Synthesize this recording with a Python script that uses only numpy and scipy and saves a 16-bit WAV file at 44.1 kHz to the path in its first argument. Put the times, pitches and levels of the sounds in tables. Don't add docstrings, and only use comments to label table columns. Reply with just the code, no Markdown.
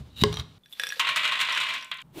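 import sys
import numpy as np
from scipy import signal
from scipy.fft import rfft, irfft
from scipy.io import wavfile

SR = 44100
rng = np.random.default_rng(int(sys.argv[2]) if len(sys.argv) > 2 else 0)


def dump_mix(stems):
    frames = np.atleast_2d(stems).T
    limited = np.clip(frames, -1, 1)
    pcm = np.round(limited * 32767).astype(np.int16)
    wavfile.write(sys.argv[1], SR, pcm)


N = 97020
TIME = np.arange(N) / SR
LID_END_S, POUR_END_S = .582, 2.024
RIP_S, SUCK_S, PRE_POP_CRACK_S, GULP_S, POP_S = .2165, .2192, .22, .2252, .237
SUCK_WIDTH_S, GULP_WIDTH_S = .0025, .0012
NUTS_PER_S, NUT_SPREAD_DB, STREAM_DB, STREAM_CRACK_DB = 140, 6, 5.5, -22.5
DETUNE_HZ, DAMPING_SPREAD_DB = 13, 4.5
ROOM_T60_S, CUTOFF_HZ = .4, 15500

# time_s, level_db
SEAL_RUB = [(0, -86.5), (.13, -67.5), (.158, -61), (.166, -46), (.205, -38.5), (.218, -32), (.228, -39.5),
            (.24, -82)]
RIM_SCUFF = [(.3, -66), (.33, -45), (.365, -51.5), (.392, -41), (.41, -43.5), (.43, -62.5), (.58, -63.5)]
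NUT_FLOW = [(1.0, -59), (1.06, -26.5), (1.14, -31.5), (1.25, -27.5), (1.37, -28.5), (1.5, -26.5),
            (1.62, -26), (1.75, -33), (1.8, -50.5), (1.9, -84.5), (1.94, -62), (2.02, -41.5)]
NUT_SLIDE = [(.6, -84), (.7, -67.5), (.78, -51.5), (.82, -44), (.88, -47.5), (1.0, -49.5), (1.8, -45),
             (1.89, -74), (2.02, -68)]
SKIN_HISS = [(.62, -82.5), (.71, -66.5), (.73, -52.5), (.77, -66), (.81, -54), (.99, -57), (1.1, -72)]
HANDS = [(0, -37), (.04, -50.5), (.07, -45), (.14, -55.5), (.2, -44.5), (.27, -32.5), (.32, -35.5),
         (.375, -47), (.405, -39.5), (.45, -50), (.58, -55)]
DULL_RUSH = [(2.03, -72), (2.12, -70), (2.15, -49), (2.19, -37), (2.2, -37.5)]

# pitch_hz, level_db, t60_s
SEAL_MODES = [(2930, -5, 0.022), (3810, 5.5, 0.023), (3980, -1.5, .014), (6950, -14, 0.02),
              (10770, -16.5, .012)]
POP_MODES = [(160.5, -32, 0.7), (214.7, -22.5, 0.16), (386, -24.5, 0.14), (418.9, -15.5, 0.21),
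             (551, -28.5, 0.16), (985, -29, .08), (1071, -16, 0.057), (1660, -29, 0.091),
             (2080, -12.5, .016), (3396, -12, 0.01), (4120, -6, 0.0035), (6790, -13.5, 0.0025)]
RIM_MODES = [(1216, 1.5, .05), (1570, -9, 0.012), (2140, -10, .03), (3220, -10, 0.034), (3764, -5, 0.029),
             (4080, -11.5, 0.044), (5760, -8, 0.026), (7330, -26, 0.016), (10650, -14, 0.022)]
JAR_MODES = [(461, -16, 0.123), (524.6, -14, 0.092), (1190, -28, 0.044), (1666, -9.5, 0.066),
             (1913, -10.5, 0.029), (1677, -3.5, 0.025), (2570, -3, 0.008), (3486, -3, 0.04),
             (3930, -11, 0.021), (5090, -6.5, 0.019), (5710, -8, 0.06), (8070, -10, .02), (10560, -6, 0.03)]
TABLE_MODES = [(77, 0, 0.16), (83.3, -7.5, 0.14), (128, -3.5, 0.21)]
# pitch_hz, level_db
TRAY_MODES = [(678.3, -57), (936.7, -51), (1044, -43), (1093, -47), (1384, -54), (1518, -49), (1642, -53),
              (1750, -54), (1852, -49), (1954, -42), (2078, -44), (2234, -50), (2326, -47), (2374, -44),
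              (2514, -50), (2579, -42), (2783, -46), (2848, -45), (2939, -48), (3090, -50), (3225, -45),
              (3461, -48), (3601, -48), (3946, -53)]
BOOM_MODES = [(136, -2.5), (162, -1.5), (218, -4), (262, 0.5), (285, -4.5), (385, -6.5), (450, 0),
              (485, -2.5), (600, 8), (630, 5)]

# start_s, level_db, brightest_hz, focus_db_per_octave
LID_KNOCKS = [(.3277, -23.5, 4800, 10.5), (.341, -21.5, 6500, 15), (.348, -33, 3900, 16),
              (.358, -30, 6500, 9), (.3705, -18, 3280, 14.5), (.388, -31, 7000, 15), (.397, -20, 3860, 17),
              (.403, -24, 2950, 18)]
NUT_TUMBLES = [(.6353, -48, 3500, 45), (.6592, -44, 3170, 13), (.726, -29.5, 3460, 46),
               (.734, -31, 3480, 44), (.7972, -16, 2030, 8.5), (.8355, -18, 2500, 7),
               (.8687, -27.5, 4480, 2.5), (.8895, -18, 6320, 33), (.9035, -20, 2760, 22.5),
               (.9222, -20, 2090, 12), (.965, -27.5, 512, 33), (1.524, -25, 5760, 11),
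               (1.548, -31, 5730, 27), (1.825, -37.5, 5730, 16)]
# start_s, level_db, crack_offset_db
NUT_LANDINGS = [(0.9953, -5, -17.5), (0.9985, -13, -16), (1.0472, -13.5, -38), (1.0707, -11.5, -26),
                (1.0891, -8, -21), (1.1602, -10, -14), (1.1706, -9.5, -19), (1.2428, -11.5, -22),
                (1.2521, -10, -21.5), (1.2763, -15.5, -19), (1.3216, -14, -22.5), (1.3291, -15.5, -27),
                (1.3919, -13.5, -24), (1.4022, -13.5, -17), (1.4114, -10, -14), (1.4548, -19, -27),
                (1.4867, -12, -29), (1.504, -14, -28), (1.549, -15.5, -25), (1.5735, -12, -20),
                (1.6014, -16, -14), (1.611, -13, -24), (1.6658, -21.5, -35), (1.6873, -15, -23),
                (1.738, -19, -15.5), (1.7625, -19.5, -34), (1.8239, -25.5, -28), (1.9145, -17.5, -37),
                (1.921, -23.5, -42), (1.9845, -26.5, -35)]
# start_s, level_db
LAST_CLACKS = [(1.915, -24.5), (1.933, -36)]
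BRIGHT_TICKS = [(.817, -38), (0.8903, -31.5), (.9042, -48), (0.932, -39), (1.218, -54), (1.525, -43),
                (1.746, -47), (1.783, -43), (1.846, -38), (1.9139, -34), (1.943, -42.5), (1.972, -46),
                (2.017, -45.5)]
TABLE_THUDS = [(.004, -35), (0.229, -27), (0.392, -29.5), (0.995, -61)]

# frequency_hz, level_db
FRICTION_SPECTRUM = [(500, -31.5), (1200, -9.5), (2000, -10), (3100, 6), (5000, -10.5), (15000, -12.5)]
POP_SPECTRUM = [(200, -26), (1000, -1), (2100, 0), (3800, -1.5), (6000, -9), (10000, -26), (15000, -40.5)]
SCUFF_SPECTRUM = [(400, -11.5), (1150, 3), (1900, -6.5), (3800, 2), (5500, -10.5), (16000, -26)]
WEAK_MODE_SPECTRUM = [(600, -26), (800, -24.5), (1000, -2), (1500, -4), (2100, 2), (3000, 2.5),
                      (3900, -0.5), (4450, -11.5)]
KNOCK_SPECTRUM = [(700, -40), (1100, 5.5), (2800, -5), (4000, -1.5)]
CRACK_SPECTRUM = [(500, -25), (3000, 6.5), (4800, 4.5), (6000, 1.5), (7500, 3), (11000, -7.5), (16000, -13)]
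HEAP_SPECTRUM = [(2000, -16), (3200, 6.5), (4200, -8.5)]
TICK_SPECTRUM = [(400, -25), (1100, -2), (1800, 12), (3000, 5), (4000, 15), (4700, -19), (8000, -7),
                 (12000, -7), (16000, -20)]
SLIDE_SPECTRUM = [(200, -14.5), (1800, -0.5), (3500, 5), (4500, 2), (12000, -29)]
HISS_SPECTRUM = [(4000, -32.5), (6500, 6), (13000, 13), (16000, 1)]
HANDS_SPECTRUM = [(20, -27.5), (50, -4.5), (80, 5.5), (150, -2), (250, -12), (450, -19.5), (1500, -36),
                  (4000, -36.5), (16000, -53)]
RUSH_SPECTRUM = [(100, -18), (230, -14.5), (340, 4), (480, -16), (800, -11.5), (1500, -22.5), (3400, -17.5),
                 (5000, -28)]
HUM_SPECTRUM = [(55, -5), (190, 2.5), (350, -22), (1000, -20), (4000, -51), (16000, -51)]
ROOM_SPECTRUM = [(25, -4.5), (55, 4), (95, -9.5), (150, 11), (300, -2), (1000, -10.5), (4000, -25.5)]


def lid():
    slips = grains(per_s=1000, spread_db=-1)
    seal = unit(sum(amp(db) * ring(slips, hz, t60) for hz, db, t60 in SEAL_MODES))
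    friction = amp(-5.5) * air_column(gritty(FRICTION_SPECTRUM))
    squeak = level(SEAL_RUB) * (seal + friction)
    rip = air_column(highpass(bursts(RIP_S, -30, FRICTION_SPECTRUM, t60=.033), hz=5000, order=1))
    suck = amp(-21) * np.exp(-((TIME - SUCK_S) / SUCK_WIDTH_S) ** 2 / 2)
    swing = (TIME - GULP_S) / GULP_WIDTH_S
    gulp = amp(-12) * swing * np.exp((1 - swing ** 2) / 2)
    pop = sum(ring(clicks(POP_S, -amp(db)), hz, t60) for hz, db, t60 in POP_MODES)
    cracks = bursts([PRE_POP_CRACK_S, POP_S], [-29, -4.5], POP_SPECTRUM, t60=.0091)
    scuff = level(RIM_SCUFF) * noise(SCUFF_SPECTRUM)
    knocks = glass(LID_KNOCKS, RIM_MODES, SCUFF_SPECTRUM)
    return squeak + rip + suck + gulp + pop + cracks + scuff + knocks


def pour():
    delay, size = rng.random((600, 2)).T
    times = NUT_FLOW[0][0] + (np.arange(len(delay)) + 2 * delay) / NUTS_PER_S
    stream_db = np.interp(times, *np.transpose(NUT_FLOW)) + STREAM_DB + NUT_SPREAD_DB * (2 * size - 1)
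    stream = np.column_stack([times, stream_db, np.full_like(times, STREAM_CRACK_DB)])
    start_s, db, crack_db = np.vstack([NUT_LANDINGS, stream[times < POUR_END_S]]).T
    weak_hz = np.linspace(WEAK_MODE_SPECTRUM[0][0], WEAK_MODE_SPECTRUM[-1][0], 200)
    weak_hz += rng.uniform(-9, 9, 200)
    weak_modes = np.column_stack([weak_hz, at_hz(WEAK_MODE_SPECTRUM, weak_hz)])
    steel = tray(start_s, db - 17.5, TRAY_MODES, t60=.34) + tray(start_s, db - 11, weak_modes, t60=.13)
    boom = highpass(tray(start_s, db - 40, BOOM_MODES, t60=.32), hz=115, order=4)
    knocks = bursts(start_s, db - 9, KNOCK_SPECTRUM, t60=.035)
    clacks = bursts(*np.transpose(LAST_CLACKS), HEAP_SPECTRUM, t60=.061)
    cracks = bursts(start_s, db + crack_db - 3.5, CRACK_SPECTRUM, t60=.078)
    body = lowpass(steel + knocks + clacks, hz=4440, order=10)
    return highpass(body + cracks, hz=643, order=3) + boom


def tray(start_s, db, modes, t60):
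    pitches, mode_db = np.transpose(modes)
    shares = amp(mode_db) / np.linalg.norm(amp(mode_db))
    shape = (len(start_s), len(modes))
    spots = rng.choice([-1, 1], shape) * rng.uniform(.57, 1, shape)
    rms = np.linalg.norm(amp(db)) * np.sqrt(t60 * SR / N / np.log(1e12))
    return rms * sum(share * unit(ring(clicks(start_s, amp(db) * spot), hz, t60))
                     for hz, share, spot in zip(pitches, shares, spots.T))


def glass(taps, modes, tick_spectrum):
    start_s, db, brightest_hz, focus = np.transpose(taps)
    sound = bursts(start_s, db - .5 - .65 * focus, tick_spectrum, t60=.014)
    hz, mode_db, t60 = np.transpose(modes)[:, :, None]
    t = TIME[:SR // 5]
    for k, (damping, detune) in enumerate(rng.uniform(-.83, 1, (len(taps), 2, len(modes), 1))):
        strength_db = db[k] + mode_db - focus[k] * abs(np.log2(hz / brightest_hz[k]))
        decay_db = 60 * t / (t60 * amp(DAMPING_SPREAD_DB * damping))
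        rings = amp(strength_db - decay_db) * np.sin(2 * np.pi * (hz + DETUNE_HZ * detune) * t)
        start = int(start_s[k] * SR)
        sound[start:start + len(t)] += rings[::2].sum(axis=0) - rings[1::2].sum(axis=0)
    return highpass(sound, hz=425)


def air_column(x, round_trip_s=.00106, echo_db=-9):
    echo = amp(echo_db) * np.exp(-2j * np.pi * np.fft.rfftfreq(N, 1 / SR) * round_trip_s)
    return irfft(rfft(x) / (1 - echo), N)


def rustle():
    ticks = highpass(bursts(*np.transpose(BRIGHT_TICKS), CRACK_SPECTRUM, t60=.015), hz=6170, order=5)
    return level(SKIN_HISS) * gritty(HISS_SPECTRUM) + level(NUT_SLIDE) * gritty(SLIDE_SPECTRUM) + ticks


def hands():
    return level(HANDS) * noise(HANDS_SPECTRUM)


def thuds():
    start_s, db = np.transpose(TABLE_THUDS)
    table = sum(ring(clicks(start_s, amp(db + mode_db)), hz, t60) for hz, mode_db, t60 in TABLE_MODES)
    return highpass(table, hz=57.7, order=4)


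def rush():
    return level(DULL_RUSH) * noise(RUSH_SPECTRUM) + amp(-56) * noise(HUM_SPECTRUM)


def kitchen(x, wet_db, wall_hz):
    t = TIME[:SR // 2]
    tail = rng.standard_normal(len(t)) * amp(-60 * t / ROOM_T60_S) * (t > .006)
    tail = lowpass(tail / np.linalg.norm(tail), wall_hz, order=1)
    return x + amp(wet_db) * signal.fftconvolve(x, tail)[:N]


def room_tone():
    return amp(-67) * noise(ROOM_SPECTRUM)


def ring(x, hz, t60):
    r, w = amp(-60 / (t60 * SR)), 2 * np.pi * hz / SR
    return signal.lfilter([0, np.sin(w)], [1, -2 * r * np.cos(w), r * r], x)


def bursts(start_s, db, spectrum, t60):
    energy = signal.lfilter([1], [1, -amp(-120 / (t60 * SR))], clicks(start_s, amp(db) ** 2))
    return np.sqrt(energy) * noise(spectrum)


def clicks(start_s, gains):
    samples = np.clip(np.atleast_1d(start_s) * SR, 0, N - 1).astype(int)
    return np.bincount(samples, np.atleast_1d(gains), N) + 1e-18


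def grains(per_s, spread_db):
    contacts = rng.random(N) < per_s / SR
    return contacts * amp(spread_db * np.clip(rng.standard_normal(N), -2, 2)) * rng.choice([-1, 1], N)


def gritty(spectrum):
    roughness = np.sqrt(signal.lfilter([1], [1, -.975], grains(per_s=1100, spread_db=5) ** 2))
    return colour(roughness * rng.standard_normal(N), spectrum)


def noise(spectrum):
    return colour(rng.standard_normal(N), spectrum)


def colour(x, spectrum):
    return unit(irfft(rfft(x) * amp(at_hz(spectrum, np.fft.rfftfreq(N, 1 / SR))), N))


def at_hz(spectrum, hz):
    points_hz, db = np.transpose(spectrum)
    return np.interp(np.log(hz + 1e-9), np.log(points_hz), db)


def level(curve):
    return amp(np.interp(TIME, *np.transpose(curve)))


def amp(db):
    return 10 ** (np.asarray(db) / 20)


def unit(x):
    return x / np.sqrt(np.mean(x ** 2) + 1e-20)


def highpass(x, hz, order=2):
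    return signal.sosfilt(signal.butter(order, hz, "high", fs=SR, output="sos"), x)


def lowpass(x, hz, order):
    return signal.sosfilt(signal.butter(order, hz, fs=SR, output="sos"), x)


def overload(x, ceiling_db):
    return x / (1 + (x / amp(ceiling_db)) ** 6) ** (1 / 6)


def scene():
    opening = kitchen(lid(), wet_db=-13.5, wall_hz=6760) + hands()
    opening = overload(highpass(opening, hz=48), ceiling_db=-3)
    nuts = glass(NUT_TUMBLES, JAR_MODES, TICK_SPECTRUM) + rustle() + pour()
    pouring = kitchen(nuts, wet_db=-9.5, wall_hz=7000)
    pouring = highpass(overload(pouring, ceiling_db=-12.5), hz=100)
    foreground = np.choose(np.searchsorted([LID_END_S, POUR_END_S], TIME), [opening, pouring, rush()])
    return (foreground + thuds() + room_tone())[None]


def record(dry):
    return signal.sosfilt(signal.ellip(10, .1, 80, CUTOFF_HZ, fs=SR, output="sos"), dry)


dry = scene()
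out = record(dry)
dump_mix(out)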